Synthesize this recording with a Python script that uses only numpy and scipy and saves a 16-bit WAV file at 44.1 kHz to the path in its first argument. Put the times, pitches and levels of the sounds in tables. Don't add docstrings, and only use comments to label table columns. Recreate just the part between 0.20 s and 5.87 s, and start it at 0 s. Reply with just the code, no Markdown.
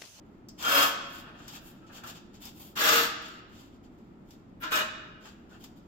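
import sys
import numpy as np
from scipy import signal
from scipy.fft import rfft, irfft, next_fast_len
from scipy.io import wavfile
from scipy.ndimage import map_coordinates

SR = 44100
rng = np.random.default_rng(int(sys.argv[2]) if len(sys.argv) > 2 else 0)


def inscribe(sig):
    pcm = np.round(np.clip(np.atleast_2d(sig).T, -1, 1) * 32767)
    wavfile.write(sys.argv[1], SR, pcm.astype(np.int16))


N = 250047

# start, speeding up and slowing in seconds, ease (small is a jerk), sheet, resonance and
# hiss levels in dB, length of the hiss as a share of the move's.
SHOVES = [(0.374, 0.21, 0.14, 1.94, -24, -24, -30.5, 1.04),
          (2.553, .16, 0.16, 0.71, -23.5, -27.5, -30.5, 1.01),
          (4.392, 0.048, 0.092, 2.64, -33.5, -48, -49.5, 0.59),
          (4.505, 0.053, 0.09, 0.58, -28, -30, -38.5, 0.76)]
# time in seconds, level in dB.
BUMPS = [(0.427, -35), (0.449, -13), (0.481, -15), (0.535, -15), (0.627, -8.5), (1.837, -29.5), (2.57, -22),
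         (2.667, -9.5), (2.689, -6), (2.73, -7.5), (2.755, -7.5), (4.435, -21), (4.519, -14),
         (4.591, -20.5)]
# start, speeding up and slowing in seconds, level in dB.
CREEPS = [(0.881, 0.084, 0.8, -55), (1.6, 0.2, .07, -56), (1.828, 0.0095, .11, -46.5),
          (5.019, 0.04, 0.062, -55), (5.296, .022, 0.054, -56)]
# midpoint and length in seconds, pitch in Hz, level in dB.
SQUEAKS = [(0.468, .07, 1402, -36), (0.471, 0.096, 3180, -37), (0.575, .15, 3219, -39),
           (1.649, 0.064, 1305, -63), (1.847, 0.033, 1350, -51), (5.322, .04, 1450, -65)]
# start, speeding up and slowing in seconds, rubbing and dust levels in dB.
RUBS = [(0.368, 0.033, .05, -50, -56.5), (0.76, 0.06, .08, -59, -72), (0.85, 0.11, 0.093, -57, -55.5),
        (1.14, 0.1, 0.067, -61.5, -73), (1.245, 0.11, 0.037, -51.5, -54), (1.388, .09, 0.055, -64, -56.5),
        (1.655, 0.021, 0.023, -63.5, -77), (1.705, .062, 0.05, -54.5, -59),
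        (1.835, .05, 0.049, -50.5, -53.5), (1.925, 0.043, 0.022, -54.5, -61), (2.124, .022, .04, -61, -69),
        (2.189, 0.054, 0.074, -50.5, -50), (2.3, .13, .11, -62, -55), (2.98, 0.07, 0.18, -57.5, -67.5),
        (3.271, .09, .17, -64.5, -69.5), (3.514, 0.025, 0.037, -70, -80), (3.62, 0.021, 0.037, -72.5, -79),
        (3.765, 0.022, 0.027, -82, -87), (4.051, 0.077, 0.0353, -69, -70),
        (4.987, 0.077, 0.089, -59, -68.5), (5.285, 0.027, 0.078, -67, -75),
        (5.375, 0.062, .04, -62.5, -63.5), (5.548, .018, 0.043, -75, -74)]
# time in seconds, level in dB, added treble and body in dB.
TICKS = [(0.2861, -33, -16.5, -20.5), (0.426, -28, -6, -2), (0.627, -20, -1, -2), (1.2804, -33, -6.5, -7.5),
         (1.3268, -42, -14, -10), (1.838, -46, -1, -16), (1.8716, -41, 0, -5.5), (1.8978, -43.5, 0, -2.5),
         (2.143, -52, -14, -8.5), (2.2543, -32, -7.5, -21), (2.689, -12.5, -9, -3.5),
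         (3.021, -47, -3.5, -12), (3.083, -51, 1, -12), (3.786, -63, -8, -4), (4.1065, -44, -11, -7.5),
         (4.556, -20.5, -11.5, -2), (5.44, -37, -7, -4.5), (5.596, -61, -18, -8.5)]

# frequency in Hz, spectral density in dB.
SHEET_PULL = [(80, -45), (170, -16), (280, -13), (400, -14.5), (700, 2), (950, -4.5), (1350, 8),
              (1700, -5.5), (2100, -5), (2900, -3), (4200, -8.5), (5200, -11), (7300, -10), (9500, -27.5),
              (12000, -63.5)]
SHEET_TURN = [(80, -32.5), (170, -26.5), (280, -4), (400, -17.5), (700, -6.5), (950, -9), (1350, -0.5),
              (1700, -0.5), (2100, -5), (2900, -2.5), (4200, -6), (5200, -12), (7300, -11.5), (9500, -29.5),
              (12000, -55.5)]
SHEET_NUDGE = [(180, -55), (300, -3.5), (490, -33), (954, -13), (1030, 5.5), (1120, -26), (1370, 5.5),
               (1940, -10.5), (3310, -12.5), (7760, -31.5), (9500, -53), (12400, -90), (20900, -120)]
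SHEET_PUSH = [(80, -34), (170, -11.5), (280, -11.5), (400, -13), (700, -10.5), (950, -7.5), (1350, 1),
              (1700, 0), (2100, -8.5), (2900, -7), (4200, -14.5), (5200, -18.5), (7300, -17), (9500, -32),
              (12000, -67)]
# frequency in Hz, spectral density in dB.
FLEX_COLOUR = [(30, -16.5), (90, -6), (200, -3), (300, -3.5), (600, -31.5), (2000, -90)]
HISS_COLOUR = [(5000, -26), (8500, -11), (8940, -17), (9520, -31.5), (10300, -13.5), (11900, -9.5),
               (12800, -1), (13900, -5.5), (15300, -6), (16000, -16)]
CREEP_COLOUR = [(100, -29.5), (300, -15.5), (700, 1.5), (950, -7), (1350, 2.5), (1800, -1), (2100, -19.5),
                (2600, -4.5), (4500, -20), (9000, -37)]
SKIN_COLOUR = [(200, -36.5), (600, -6.5), (1400, -5), (2050, -10.5), (2750, -2.5), (3600, 1.5),
               (4200, -8.5), (4600, -3.5), (6200, -9), (7100, -1.5), (9500, -27.5), (12400, -51)]
TICK_COLOUR = [(2500, -38), (4200, -13.5), (4900, 0), (6000, -6), (7000, -9.5), (8000, -9), (9500, -33.5),
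               (12400, -51)]
RUMBLE_COLOUR = [(12, -25.5), (20, -11.5), (91, -11), (150, -10), (228, -5), (285, -9), (328, -7.5),
                 (459, -20), (873, -24), (1120, -28.5), (1330, -25), (1570, -34.5), (1710, -33),
                 (2260, -36.5), (16000, -72)]
# frequency in Hz, level in dB.
MODES_PULL = [(285, -10), (563, -5), (966, -2.5), (1009, -27), (1098, 0.5), (1262, -0.5), (1319, -6.5),
              (1408, -24), (1518, -3), (1669, -19.5), (1715, 0), (1803, -3.5), (2213, -11), (2328, -13.5),
              (2517, -7), (2606, -8), (2778, -2.5), (2998, -12), (3227, 1.5), (3327, -4), (3397, -21),
              (3502, -9), (3647, -17), (4447, -9), (4544, -23.5), (4788, -16.5), (5130, -7), (5284, -12)]
MODES_TURN = [(466, -8), (630, -7.5), (807, -15.5), (877, -15), (1192, -5.5), (1265, 1), (1332, -6),
              (1467, -8.5), (1645, -21), (1701, -13), (1750, -5), (2789, -14.5), (2826, -8), (3133, -17),
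              (3265, -7), (3332, -30.5), (3445, -5.5), (3787, -15.5), (3873, -24.5), (4121, -31.5),
              (4452, -22.5), (4622, -6), (5324, -17.5), (5399, -8), (5448, -11), (6737, -7), (6912, -21.5),
              (7076, -20.5)]
MODES_PUSH = [(627, 3.5), (1074, 5), (1270, 8), (1343, 6.5), (1386, -17), (1491, 11), (1521, -7),
              (1604, -8), (1669, -14), (2229, -19), (2422, 3), (2530, 2.5), (2877, 8), (2980, -23),
              (3437, -10), (3599, -11.5), (3650, 3), (3787, 4.5), (3951, -5), (4358, -25), (4409, -20),
              (4468, -5), (5257, -5.5), (5661, -16), (6508, -30), (7055, -28)]
# frequency in Hz, t60 in seconds.
SHEET_DECAY = [(200, 0.15), (1500, 0.14), (5000, 0.14), (14000, .04)]
ROOM_DECAY = [(200, .85), (600, 1), (1300, 1.03), (2800, 1), (5500, 0.74), (9000, 0.33), (14000, 0.21)]
# frequency in Hz, left-right likeness from -1 to 1.
MIC_LIKENESS = [(30, .75), (200, 0.95), (380, 0.74), (700, 0.29), (1290, -0.21), (2400, 0.11),
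                (4400, -0.021)]


def shoves():
    pull, turn, nudge, push = SHOVES
    return (shove(pull, SHEET_PULL, MODES_PULL) + shove(turn, SHEET_TURN, MODES_TURN)
            + shove(nudge, SHEET_NUDGE, MODES_PUSH) + shove(push, SHEET_PUSH, MODES_PUSH))


def shove(row, spectrum, modes):
    start, rise, fall, ease, sheet_db, ring_db, hiss_db, hiss_share = row
    grains = grit(per_second=3500, spread_db=7, judder_db=1.5, judder_hz=119.77)
    force = grains * stroke(start, rise, fall, ease)
    crush = grains * stroke(start, hiss_share * rise, hiss_share * fall, ease * 1.2)
    wash = scattered(force, spectrum, direct_db=-9)
    flex = amp(-29) * through(force, sheet(FLEX_COLOUR, direct_db=-13))
    clang = through(force, ring(modes, t60=0.17))
    hiss = scattered(crush, HISS_COLOUR, direct_db=-4.5)
    return amp(sheet_db) * (wash + flex) + amp(ring_db) * clang + amp(hiss_db) * hiss


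def bumps():
    blows = np.zeros(N)
    for start, db in BUMPS:
        blows[round(start * SR)] = amp(db)
    clang = through(blows, ring(MODES_TURN, t60=0.3))
    wash = through(blows, sheet(SHEET_PULL, direct_db=-13.5))
    return amp(9.5) * wash + amp(9) * clang


def squeaks():
    out = np.zeros((2, N))
    mic_phase = np.array([[0], [np.pi / 2]])
    for middle, length, hz, db in SQUEAKS:
        size = round(length * SR)
        pitch = hz * (1 + 0.014 * wobble(240, SR // 4)[:size])
        phase = 2 * np.pi * np.cumsum(pitch) / SR
        swell = np.hanning(size) * amp(db + 3.3 * wobble(120, SR // 4)[:size])
        onset = round((middle - length / 2) * SR)
        out[:, onset:onset + size] += swell * np.sin(phase + mic_phase)
    return amp(8) * out


def creeps():
    drive = sum(amp(db) * stroke(start, rise, fall, ease=1.3) for start, rise, fall, db in CREEPS)
    grains = grit(per_second=980, spread_db=8, judder_db=3, judder_hz=40)
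    return scattered(drive * grains, CREEP_COLOUR, direct_db=-13, places=3)


def hands():
    fidget = amp(3 * wobble(9, N))
    pressure, dust = amp(-84.5) * fidget, amp(-88.5) * fidget
    for start, rise, fall, rub_db, dust_db in RUBS:
        pressure += amp(rub_db) * stroke(start, rise, fall, ease=1.96)
        dust += amp(dust_db) * stroke(start, rise, fall, ease=1.9)
    grains = grit(per_second=2400, spread_db=7, judder_db=2, judder_hz=69.1)
    rubbing = scattered(grains * pressure, SKIN_COLOUR, direct_db=-9)
    hiss = through(grains * dust, sheet(HISS_COLOUR, direct_db=-0.5))
    return amp(4.5) * rubbing + amp(2) * hiss


def ticks():
    out = np.zeros((2, N))
    for start, db, treble_db, body_db in TICKS:
        click = sheet(TICK_COLOUR, direct_db=-15.5)
        treble = amp(treble_db + 6) * sheet(HISS_COLOUR, direct_db=-20)
        body = amp(body_db + 8) * sheet(SKIN_COLOUR, direct_db=-21.5)
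        tick = amp(db + 11) * (click + treble + body)
        span = out[:, round(start * SR):][:, :tick.shape[1]]
        span += tick[:, :span.shape[1]]
    return out


def stroke(start, rise, fall, ease):
    t = np.arange(round((rise + fall) * SR)) / SR
    speed = np.sin(np.pi / 2 * np.interp(t, [0, rise, rise + fall], [0, 1, 0]))
    return np.pad(speed ** ease, (round(start * SR), N))[:N]


def grit(per_second, spread_db, judder_db, judder_hz):
    chance, sign, heft = rng.random((3, N))
    hits = np.flatnonzero(chance < per_second / SR)
    judder = judder_db * wobble(judder_hz, SR)[hits % SR]
    impacts = np.zeros(N)
    impacts[hits] = np.sign(sign[hits] - 0.5) * amp(spread_db * (2 * heft[hits] - 1) + judder)
    return unit(impacts)


def scattered(grains, spectrum, direct_db, places=2):
    place = rng.integers(0, places, N)
    return sum(through(grains * (place == k), sheet(spectrum, direct_db)) for k in range(places))


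def sheet(spectrum, direct_db):
    response = tail(SHEET_DECAY, size=6000)
    arrivals = rng.integers(0, 20, 2)
    response[[0, 1], arrivals] += amp(direct_db)
    return lossless(signal.fftconvolve(colour(spectrum)[None], response, axes=1))


def ring(modes, t60):
    t = np.arange(SR // 4) / SR
    out = np.zeros((2, len(t)))
    mic_phase = np.array([[1], [-1]]) * np.pi / 4
    for hz, db in modes:
        life = t60 * np.sqrt(1000 / hz)
        phase = rng.uniform(0, 2 * np.pi) + rng.choice([-1, 1]) * mic_phase
        decay = amp(db - 60 * t / life) / np.sqrt(life)
        out += decay * np.sin(2 * np.pi * hz * t + phase)
    build_up = 1 - np.exp(-t / 0.0023)
    return lossless(out * build_up)


def room(x, delay_s=0.012, drift_s=0.3):
    drift = 2 * np.pi * np.arange(N) / SR / drift_s
    echo = np.zeros((2, N))
    for share in (np.cos(drift), np.sin(drift)):
        walls = np.pad(tail(ROOM_DECAY, size=44000), ((0, 0), (round(delay_s * SR), 0)))
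        echo += through(x * share, walls)
    return echo


def rumble():
    noise = filtered(rng.standard_normal((2, N)), lambda hz: amp(along(RUMBLE_COLOUR, hz)))
    return amp(-52) * unit(noise)


def microphones(x):
    mid = filtered(x[0] + x[1], lambda hz: np.sqrt(1 + along(MIC_LIKENESS, hz))) / 2
    side = filtered(x[0] - x[1], lambda hz: np.sqrt(1 - along(MIC_LIKENESS, hz))) / 2
    return np.array([mid + side, mid - side])


def tail(decays, size):
    hz, t, noise = signal.stft(rng.standard_normal((2, size)), SR, nperseg=256)
    t60 = along(decays, hz)[:, None]
    fading = noise * amp(-60 * t / t60) / np.sqrt(t60)
    return lossless(signal.istft(fading, SR, nperseg=256)[1])


def colour(spectrum, size=4096):
    gain = amp(along(spectrum, np.fft.rfftfreq(size, 1 / SR)))
    cepstrum = irfft(np.log(gain + 1e-6))
    cepstrum[1:size // 2] *= 2
    cepstrum[size // 2 + 1:] = 0
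    return irfft(np.exp(rfft(cepstrum)))


def through(x, response):
    x, out = np.atleast_2d(x), np.zeros((2, N))
    sounding = np.flatnonzero(x[0])
    if len(sounding):
        first, last = sounding[0], sounding[-1]
        stereo = x[:, first:last + 1] * np.ones((2, 1))
        wet = signal.oaconvolve(stereo, response, axes=1)[:, :N - first]
        out[:, first:first + wet.shape[1]] = wet
    return out


def filtered(x, response):
    size = next_fast_len(N + SR // 2)
    gain = response(np.fft.rfftfreq(size, 1 / SR))
    return irfft(rfft(x, size) * gain, size)[..., :N]


def wobble(rate, size):
    knots = rng.standard_normal(int(size * rate / SR) + 4)
    return map_coordinates(knots, [np.arange(size) * rate / SR])


def along(points, hz):
    freqs, values = np.transpose(points)
    return np.interp(np.log(hz + 1), np.log(freqs + 1), values)


def amp(db):
    return 10 ** (np.asarray(db) / 20)


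def unit(x):
    return x / np.sqrt(np.mean(x ** 2) + 1e-20)


def lossless(response):
    return response / np.sqrt(np.sum(response ** 2, axis=-1, keepdims=True) + 1e-20)


def scene():
    scrape = shoves() + bumps() + creeps() + squeaks()
    touch = hands() + ticks()
    direct = (scrape + touch) * amp([[0.9], [-0.9]])
    echo = room(amp(-7) * scrape + amp(-11) * touch)
    return microphones(direct + echo + rumble())


def record(dry, top_hz=15900):
    return filtered(dry, lambda hz: hz < top_hz)


dry = scene()
out = record(dry)
inscribe(out)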